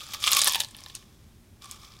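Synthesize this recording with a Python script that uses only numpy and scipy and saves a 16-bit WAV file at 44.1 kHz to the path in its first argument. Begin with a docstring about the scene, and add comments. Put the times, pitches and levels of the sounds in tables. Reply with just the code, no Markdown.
"""Cupped hands close to a microphone in a quiet carpeted room squeeze and crack peanut shells for 2 s,
heard almost the same in both channels. Light cracks come at once, crowd together loudest from 0.24 to 0.65 s,
then thin out until about 1 s. After a near pause a few faint ones follow from 1.62 s.
Each is damped partials, a low snap and a bright tick, with a spray of noisy splinters, a knock in the hollow
of the hands and a thud in the palms. Shells grind as filtered grit and ring the hollow;
behind it all lie a weak room tail, hum and hiss."""
import sys
import numpy as np
from scipy import signal
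from scipy.fft import rfft, irfft, next_fast_len
from scipy.io import wavfile
from scipy.ndimage import map_coordinates

SR = 44100
rng = np.random.default_rng(int(sys.argv[2]) if len(sys.argv) > 2 else 0)


def int16_out(signal):
    """Quantize to a 16-bit WAV file."""
    q = np.round(np.clip(np.atleast_2d(signal).T, -1, 1) * 32767)
    wavfile.write(sys.argv[1], SR, q.astype(np.int16))


N = 88200

# Fractures of the shells, close to the microphone: [t/s, snap peak level/dB, snap f/Hz,
# tick peak level/dB, tick f/Hz, splinter level/dB, hollow knock peak level/dB, thud level/dB]
SHELL_CRACKS = [(0.0066, -29, 3150, -36, 8800, -56, -50, -53),
                (0.0174, -32.5, 3900, -43, 7200, -64, -42, -54),
                (0.036, -38, 4150.0, -48, 7440.0, -52.5, -48.5, -65),
                (0.067, -38, 4900, -28.5, 6660, -49, -60, -55),
                (0.0886, -35, 5100, -33.5, 11620.0, -57.0, -44, -49),
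                (0.1107, -43, 4900, -43, 6670.0, -58, -59, -57),
                (0.1224, -35, 3410.0, -41, 6940.0, -50, -63.5, -62),
                (0.1359, -30, 3660, -26, 11700, -31, -38, -44.5),
                (0.1399, -26, 3600, -26, 7240, -41, -40.5, -64),
                (0.1464, -20, 5170, -43, 9580.0, -50, -36.5, -43),
                (0.2025, -39.0, 5300, -29.5, 9480.0, -51, -54.5, -60),
                (0.2105, -43, 4810.0, -31.5, 8030.0, -47.0, -51, -59),
                (0.2214, -31, 3600, -37, 6750, -36, -46.5, -49),
                (0.2284, -30, 4770, -20, 6800, -43, -36.5, -54),
                (0.2403, -12.5, 3330, -19.5, 8560.0, -28.5, -27, -53),
                (0.264, -15.5, 3230, -14, 7650.0, -38, -33, -47),
                (0.27, -20, 4800, -9, 7400, -30, -22, -45),
                (0.2756, -11, 3330, -26, 7780.0, -21, -19.5, -49),
                (0.2795, -11.5, 3250, -19.5, 6550, -36, -30, -55),
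                (0.2908, -22, 3500, -16, 7950, -47, -55, -44),
                (0.3088, -22, 3540, -15, 8980.0, -49, -49.5, -51),
                (0.3175, -12.0, 4390.0, -4.5, 12800, -27.0, -28.5, -39.5),
                (0.3223, -12, 3650, -13, 10250.0, -24.5, -37, -38.5),
                (0.332, -6, 5650, -5, 8400, -19, -24, -39), (0.3498, -19.5, 5000, -7, 8500, -37, -28, -36),
                (0.3687, -8.0, 3760, -3.5, 10800, -20.5, -21, -33.0),
                (0.3722, -16, 4240.0, -10, 8140, -45, -23, -62),
                (0.384, -36, 2820, -17.0, 12400, -44, -48.5, -54),
                (0.3868, -23, 4480.0, -21, 10700, -37, -41.0, -45),
                (0.3889, -18, 3680, -21, 10300, -30.5, -43, -43),
                (0.3919, -19, 4280, -7, 8850, -44, -49, -44.5),
                (0.4019, -18, 4340, -26, 8210.0, -44, -44, -52.0),
                (0.4064, -13.5, 3890, -16, 7940, -50, -37, -48.5),
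                (0.4154, -34, 3760.0, -15, 8550.0, -29, -39, -35),
                (0.4171, -6, 5100, -5.5, 8360, -24, -40, -40.5),
                (0.42, -12, 5550, -6, 7500, -51, -51, -38.5),
                (0.4364, -11, 4200, -16, 8830.0, -36, -41.0, -47.5),
                (0.4447, -18, 4350, -3.5, 10750, -26, -42.5, -38.5),
                (0.4579, -10, 4870, -11, 7900, -30, -32, -35),
                (0.4658, -18, 4200, -28, 7970.0, -29, -31.5, -35),
                (0.4718, -11.5, 3570, -10.0, 8900, -25.5, -22, -25.5),
                (0.474, -23, 4020, -6, 10200, -23, -28.5, -30.5),
                (0.477, -18, 5000, -5, 9860, -27, -37, -35),
                (0.4818, -13.5, 4450, -17, 8280.0, -26.5, -23.5, -56),
                (0.496, -19.5, 4000, -12, 7700, -47, -32, -51),
                (0.51, -27, 4100, -31, 9030.0, -45, -60, -42),
                (0.5164, -21.0, 3340, -32, 6780.0, -39.0, -46, -44.5),
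                (0.5232, -24, 3850, -12.5, 11800, -47.0, -55, -50.0),
                (0.5349, -22.5, 4050.0, -18, 8500, -27.5, -36, -46),
                (0.5465, -14, 3680, -18, 8100, -21, -44, -37),
                (0.5555, -12, 3290.0, -29, 8400, -28.5, -26, -34.5),
                (0.5581, -20, 3330.0, -11, 12300, -50, -30, -32.5),
                (0.5808, -26, 3320, -38, 8010.0, -58, -37.5, -43),
                (0.601, -24.5, 3500, -15, 9900, -27, -41, -38),
                (0.6041, -11, 3880, -9, 7600, -27, -54, -39.5),
                (0.6165, -25, 3400, -38, 13000, -33.5, -50, -40.5),
                (0.6353, -26, 4760, -37, 8070.0, -37, -45, -44),
                (0.647, -25, 3700.0, -29.5, 8900, -39, -62, -51),
                (0.6864, -43.0, 4240, -34, 7970.0, -56, -79, -56),
                (0.71, -53, 5800, -34, 8300.0, -53, -62, -60),
                (0.7476, -30, 3590.0, -43.0, 10380.0, -55, -71, -57),
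                (0.7498, -34.5, 3000.0, -54, 8830.0, -60, -75, -52.5),
                (0.7668, -40, 3550.0, -30, 11300, -59.5, -69, -58),
                (0.773, -49, 3870.0, -37, 12130.0, -63.5, -67, -62),
                (0.7873, -33.5, 4200, -44, 8690.0, -48, -67.5, -55),
                (0.8063, -36, 5120.0, -35, 11550.0, -57.5, -67, -62),
                (0.8167, -42.5, 3350, -48, 7350.0, -58, -54.5, -54),
                (0.8377, -29.5, 5440.0, -35, 9600, -48, -70, -62.5),
                (0.862, -29, 3830, -36.5, 11770.0, -52, -46, -45),
                (0.8846, -39, 5330, -41, 10100.0, -51, -58.5, -63.5),
                (0.8976, -41, 3700, -47.5, 8040.0, -44, -61.5, -52),
                (0.948, -46, 3300, -49, 7800, -44.5, -57, -59),
                (0.952, -28, 5130, -16.5, 8140, -45, -58, -62),
                (0.9543, -29, 5950, -41, 6800.0, -44, -60, -65.0),
                (0.966, -44, 4000, -47, 7500, -48, -60, -55),
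                (1.026, -46, 3180, -50, 7360.0, -60, -58.0, -59.5),
                (1.6206, -41, 3720, -39, 7950, -46.5, -63, -61),
                (1.6444, -45, 3480, -31.5, 7980.0, -58, -43, -61),
                (1.6572, -36.5, 4930, -34.5, 8810.0, -59, -44, -58),
                (1.7124, -70, 5940, -20, 9000, -39, -61, -62),
                (1.761, -60, 5900, -39, 7000.0, -63, -64, -58),
                (1.832, -49, 3920, -50, 8600, -61, -46, -59),
                (1.9205, -40, 4700.0, -51.5, 10250.0, -53, -58, -63.5),
                (1.9378, -42, 3670, -52, 6960.0, -60.5, -69.0, -69),
                (1.9669, -45, 3630, -44.0, 8000, -66.0, -66, -69.5),
                (1.99, -39, 5000, -47, 8710.0, -64, -74, -60)]
# Cycles until a partial has decayed to 1/e
SNAP_CYCLES, TICK_CYCLES, KNOCK_CYCLES = 4.5, 3.5, 8
# Scatter of the partials in log pitch
SNAP_SPREAD, TICK_SPREAD, KNOCK_SPREAD = .08, .16, .03
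BRIGHT_BIAS_DB = -17  # shifts the tick-to-snap balance that colours the splinters


def cracks(ring_hz):
    """Snap, tick and splinters for every fracture; the blow knocks the hollow and thuds in the palms."""
    (times, snap_db, snap_hz, tick_db, tick_hz,
     spray_db, knock_db, thud_db) = np.transpose(SHELL_CRACKS)
    bright = 1 / (1 + amp(snap_db - tick_db - BRIGHT_BIAS_DB))
    snap = bursts(times, snap_db, snap_hz, SNAP_CYCLES, SNAP_SPREAD, count=3)
    tick = bursts(times, tick_db, tick_hz, TICK_CYCLES, TICK_SPREAD, count=6)
    spray = splinters(times, spray_db, snap_hz, tick_hz, bright)
    hollow_hz = ring_hz[np.round(times * SR).astype(int)]
    knock = bursts(times, knock_db, hollow_hz, KNOCK_CYCLES, KNOCK_SPREAD, count=2)
    return snap + tick + spray + knock + thuds(times, thud_db)


ATTACK_CYCLES = 0.78


def bursts(times, db, hz, cycles, spread, count):
    """Short damped clusters of partials, one for each crack, with the given peak level."""
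    t = np.arange(SR // 25) / SR
    draw = rng.standard_normal((len(times), count, 1))
    scatter = np.exp(spread * (draw - draw.mean(axis=1, keepdims=True)))
    turns = np.minimum(hz[:, None, None] * scatter, SR / 2.8) * t
    attack = 1 - np.exp(-(turns / ATTACK_CYCLES) ** 2)
    wave = (np.sin(2 * np.pi * turns) * np.exp(-turns / cycles) * attack).sum(axis=1)
    gain = amp(db) / np.abs(wave).max(axis=1)
    return place(times, wave * gain[:, None])


# Colour of the flying splinters: [f/Hz, relative level per Hz/dB]
SPLINTER_COLOUR = [(700, -58), (1400, 1), (2500, 1), (4000, -4), (8000, -4.5), (13000, -5.5),
                   (16000, -10.5)]
SPLINTER_T60_S, SPLINTER_RISE_S = 0.051, 0.00031
SPLINTER_WIDTH = .22  # log width around the crack's own pitches
SPLINTER_SKIRT_DB = -19  # floor of the colour far from those pitches


def splinters(times, db, snap_hz, tick_hz, bright):
    """Grit that flies after each crack and dies away, coloured like the crack."""
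    size = 4096
    at = np.round(times * SR).astype(int)[:, None] + np.arange(size)
    f = np.fft.rfftfreq(size, 1 / SR) + 1

    def bump(centre_hz):
        return np.exp(-.5 * (np.log(f / centre_hz[:, None]) / SPLINTER_WIDTH) ** 2)

    share = bright[:, None]
    power = (1 - share) * bump(snap_hz) + share * bump(tick_hz) + amp(2 * SPLINTER_SKIRT_DB)
    hz, colour_db = np.transpose(SPLINTER_COLOUR)
    gain = np.sqrt(power) * amp(np.interp(np.log(f), np.log(hz), colour_db))
    gain = gain / np.sqrt(np.mean(gain ** 2, axis=1, keepdims=True))
    rows = irfft(rfft(grit()[at % N]) * gain, size)
    t = np.arange(size) / SR
    decay = amp(db[:, None] - 60 * t / SPLINTER_T60_S)
    rise = 1 - np.exp(-(t / SPLINTER_RISE_S) ** 2)
    return place(times, rows * decay * rise)


# Resonances of palms and nuts: [f/Hz, relative level/dB, decay/cycles]
PALM_THUD = [(592, -8.5, 4.75), (845, -1, 3.64), (1760, 1, 13)]


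def thuds(times, thud_db):
    """Each blow excites the damped resonances of palms and nuts."""
    return sum(bursts(times, thud_db + db, np.full(len(times), hz), cycles, KNOCK_SPREAD, count=2)
               for hz, db, cycles in PALM_THUD)


# Shells rubbing in the cupped hands:
# [t/s, grinding level/dB, level of the hollow's ring/dB, hollow f/Hz]
RUBBING = [(0, -45, -53.5, 1236), (.1, -47, -55.5, 1204), (.15, -39.5, -47.5, 1160),
           (.19, -49.5, -52.5, 1180), (.24, -31.5, -51.5, 1181), (.3, -32, -36.5, 1162),
           (.38, -25, -38.5, 1105), (.44, -33, -46.5, 1130), (.49, -31, -42, 1059), (.56, -38, -50, 932),
           (.61, -41.5, -52.5, 880), (.655, -59.5, -66, 986), (.8, -55, -63.5, 1100),
           (.9, -54.5, -62.5, 1028), (1.0, -58.5, -68.5, 1095), (1.07, -64.5, -71, 1081),
           (1.59, -85, -88, 1150), (1.625, -50.5, -56.5, 1153), (1.68, -52.5, -55.5, 1106),
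           (1.72, -47.5, -53, 1130), (1.78, -57.5, -59.5, 1123), (1.85, -52, -58, 1116),
           (1.9, -58.5, -61.5, 1110), (1.93, -58, -59.5, 1130), (2.0, -63.5, -67, 1080)]


def hands():
    """Everything between the palms: cracks, grinding, and the hollow rung in the same jerks."""
    grind_db, ring_db, ring_hz = curves(RUBBING)
    slip = jerks()
    return cracks(ring_hz) + grinding(grind_db, slip) + slip * hollow(ring_db, ring_hz)


# Colour of shell grinding on shell: [f/Hz, relative level per Hz/dB]
GRIND_COLOUR = [(1200, -56.5), (1600, -15.5), (2000, -17.5), (2350, -4), (2750, -10.5), (3450, 1),
                (4100, -7.5), (5200, -3.5), (7500, -11.5), (12700, -19), (16000, -21.5)]


def grinding(grind_db, slip):
    """Shells grind on each other: grit swelling in jerks, filtered to the colour of the shell."""
    return coloured(amp(grind_db) * slip * grit(), GRIND_COLOUR)


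GRIT_PER_S, GRIT_LOW_HZ, GRIT_HIGH_HZ = 2500, 700, 17000
GRIT_SPREAD_DB, GRIT_TOP_DB = 4.5, 11  # scale of the exponential draw of sizes; largest size
GRIT_SHARE, GRIT_CYCLES = 0.31, 2.1  # power share of the fractures; cycles to 1/e


def grit():
    """Tiny fractures, each with its own pitch and size, over friction noise; rms about 1."""
    draw = rng.random((int(GRIT_PER_S * N / SR), 3))
    hz = GRIT_LOW_HZ * (GRIT_HIGH_HZ / GRIT_LOW_HZ) ** draw[:, 1:2]
    size_db = np.minimum(-GRIT_SPREAD_DB * np.log(1 - draw[:, 2:]), GRIT_TOP_DB)
    turns = hz * np.arange(SR // 200) / SR
    envelope = np.exp(-turns / GRIT_CYCLES) * (1 - np.exp(-turns ** 2))
    grains = amp(size_db) * hz * np.sin(2 * np.pi * turns) * envelope
    fractures = unit(place(draw[:, 0] * N / SR, grains))
    friction = rng.standard_normal(N)
    return np.sqrt(GRIT_SHARE) * fractures + np.sqrt(1 - GRIT_SHARE) * friction


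FLARE_DB, FLARE_PER_S = 2, 170  # scatter of the jerks; random levels per second


def jerks():
    """Gain of rms 1 that jumps about as the shells catch and slip."""
    knots = rng.standard_normal(int(N * FLARE_PER_S / SR) + 4)
    return unit(amp(FLARE_DB * map_coordinates(knots, [np.arange(N) * FLARE_PER_S / SR])))


RING_STEPS_HZ = np.arange(850, 1400, 50)  # fixed resonators between which the ring glides
RING_WIDTH_HZ = 200  # of one of the two cascaded filter stages
OVERTONE, OVERTONE_DB = 2.02, -6  # second resonance: pitch ratio, relative level
RUB_THUD_DB = -6.5  # deep part of the rubbing, relative to the ring


def hollow(ring_db, ring_hz):
    """The air between the palms, rung by the rubbing; its pitch moves as the hands close."""
    push = grit()

    def air(hz, width):
        def resonance(f):
            return (1j * f * width / (hz * hz - f * f + 1j * f * width)) ** 2
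        return unit(filtered(push, resonance))

    step = RING_STEPS_HZ[1] - RING_STEPS_HZ[0]
    ring = 0
    for hz in RING_STEPS_HZ:
        both = air(hz, RING_WIDTH_HZ) + amp(OVERTONE_DB) * air(OVERTONE * hz, RING_WIDTH_HZ)
        ring = ring + np.clip(1 - np.abs(ring_hz - hz) / step, 0, 1) * both
    deep = sum(amp(db) * air(hz, 2 * hz / cycles) for hz, db, cycles in PALM_THUD[:2])
    return amp(ring_db) * (ring + amp(RUB_THUD_DB) * deep)


ROOM_DB, ROOM_T60_S = -17.5, .3


def room(x):
    """A short, weak answer of the room: a decaying noise tail starting after 4 ms."""
    t = np.arange(SR // 2) / SR
    tail = rng.standard_normal(len(t)) * amp(-60 * t / ROOM_T60_S) * (t > .004)
    return amp(ROOM_DB) * signal.fftconvolve(x, tail / np.linalg.norm(tail))[:N]


# Colour of the quiet room's background: [f/Hz, relative level per Hz/dB]
HUM_COLOUR = [(12, -8.5), (20, -13.5), (37, -4.5), (101, 1), (142, -7), (234, -7), (262, -14.5), (357, -12),
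              (499, -23.5), (558, -21.5), (1290, -28.5), (1910, -28.5), (6720, -32.5), (13900, -36),
              (16000, -44.5)]
HUM_DB = -54.5
HUM_SIDE_DB, HUM_SIDE_HZ = -23.5, 60  # channel difference: level relative to the hum, low-pass corner
MAINS_HZ, MAINS_DB = 49.2, -65  # the level is the tone's peak


def hum():
    """Coloured room noise and a faint mains tone; mainly the deepest bass differs between channels."""
    mid = amp(HUM_DB) * unit(coloured(rng.standard_normal(N), HUM_COLOUR))
    mid = mid + amp(MAINS_DB) * np.sin(2 * np.pi * (MAINS_HZ * np.arange(N) / SR + rng.random()))
    side = coloured(rng.standard_normal(N), HUM_COLOUR)
    side = filtered(side, lambda f: 1 / (1 + 1j * f / HUM_SIDE_HZ))
    side = amp(HUM_DB + HUM_SIDE_DB) * unit(side)
    return np.array([mid + side, mid - side])


def amp(db):
    """Amplitude ratio of a level in dB."""
    return 10 ** (np.asarray(db) / 20)


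def unit(x):
    """x scaled to rms 1."""
    return x / np.sqrt(np.mean(x ** 2) + 1e-20)


def filtered(x, response):
    """x times a complex response of frequency."""
    m = next_fast_len(N + 8192)
    return irfft(rfft(x, m) * response(np.fft.rfftfreq(m, 1 / SR)), m)[..., :N]


def coloured(x, points):
    """x through a causal minimum-phase filter with the (Hz, dB) shape and unit power gain."""
    f, level_db = np.transpose(points)
    size = 2 ** 14
    log_f = np.log(np.fft.rfftfreq(size, 1 / SR) + 1)
    shape_db = np.interp(log_f, np.log(f + 1), np.maximum(level_db, -100))
    # Folding the cepstrum onto positive time makes the filter causal
    cepstrum = irfft(shape_db * np.log(10) / 20)
    cepstrum[1:size // 2] *= 2
    cepstrum[size // 2 + 1:] = 0
    h = irfft(np.exp(rfft(cepstrum)))
    return signal.fftconvolve(x, h / np.linalg.norm(h))[:N]


def curves(rows):
    """One value per sample for each column after the time."""
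    times, *columns = np.transpose(rows)
    return [np.interp(np.arange(N) / SR, times, column) for column in columns]


def place(times, rows):
    """Sum of one short sound a row, each from its time."""
    at = np.round(times * SR).astype(int)[:, None] + np.arange(rows.shape[1])
    return np.bincount(at.ravel(), rows.ravel(), N + SR)[:N]


def scene():
    """The hands up close, the room's answer to them, and the room's own hum."""
    close = hands()
    return close + room(close) + hum()


HISS_DB = -73.5  # before the band limit
TOP_HZ = 16000


def record(dry):
    """The microphone adds its own hiss, equal in both channels; a steep band limit follows."""
    hiss = amp(HISS_DB) * rng.standard_normal(N)
    return filtered(dry + hiss, lambda hz: 1 / (1 + (hz / TOP_HZ) ** 200))


dry = scene()
out = record(dry)
int16_out(out)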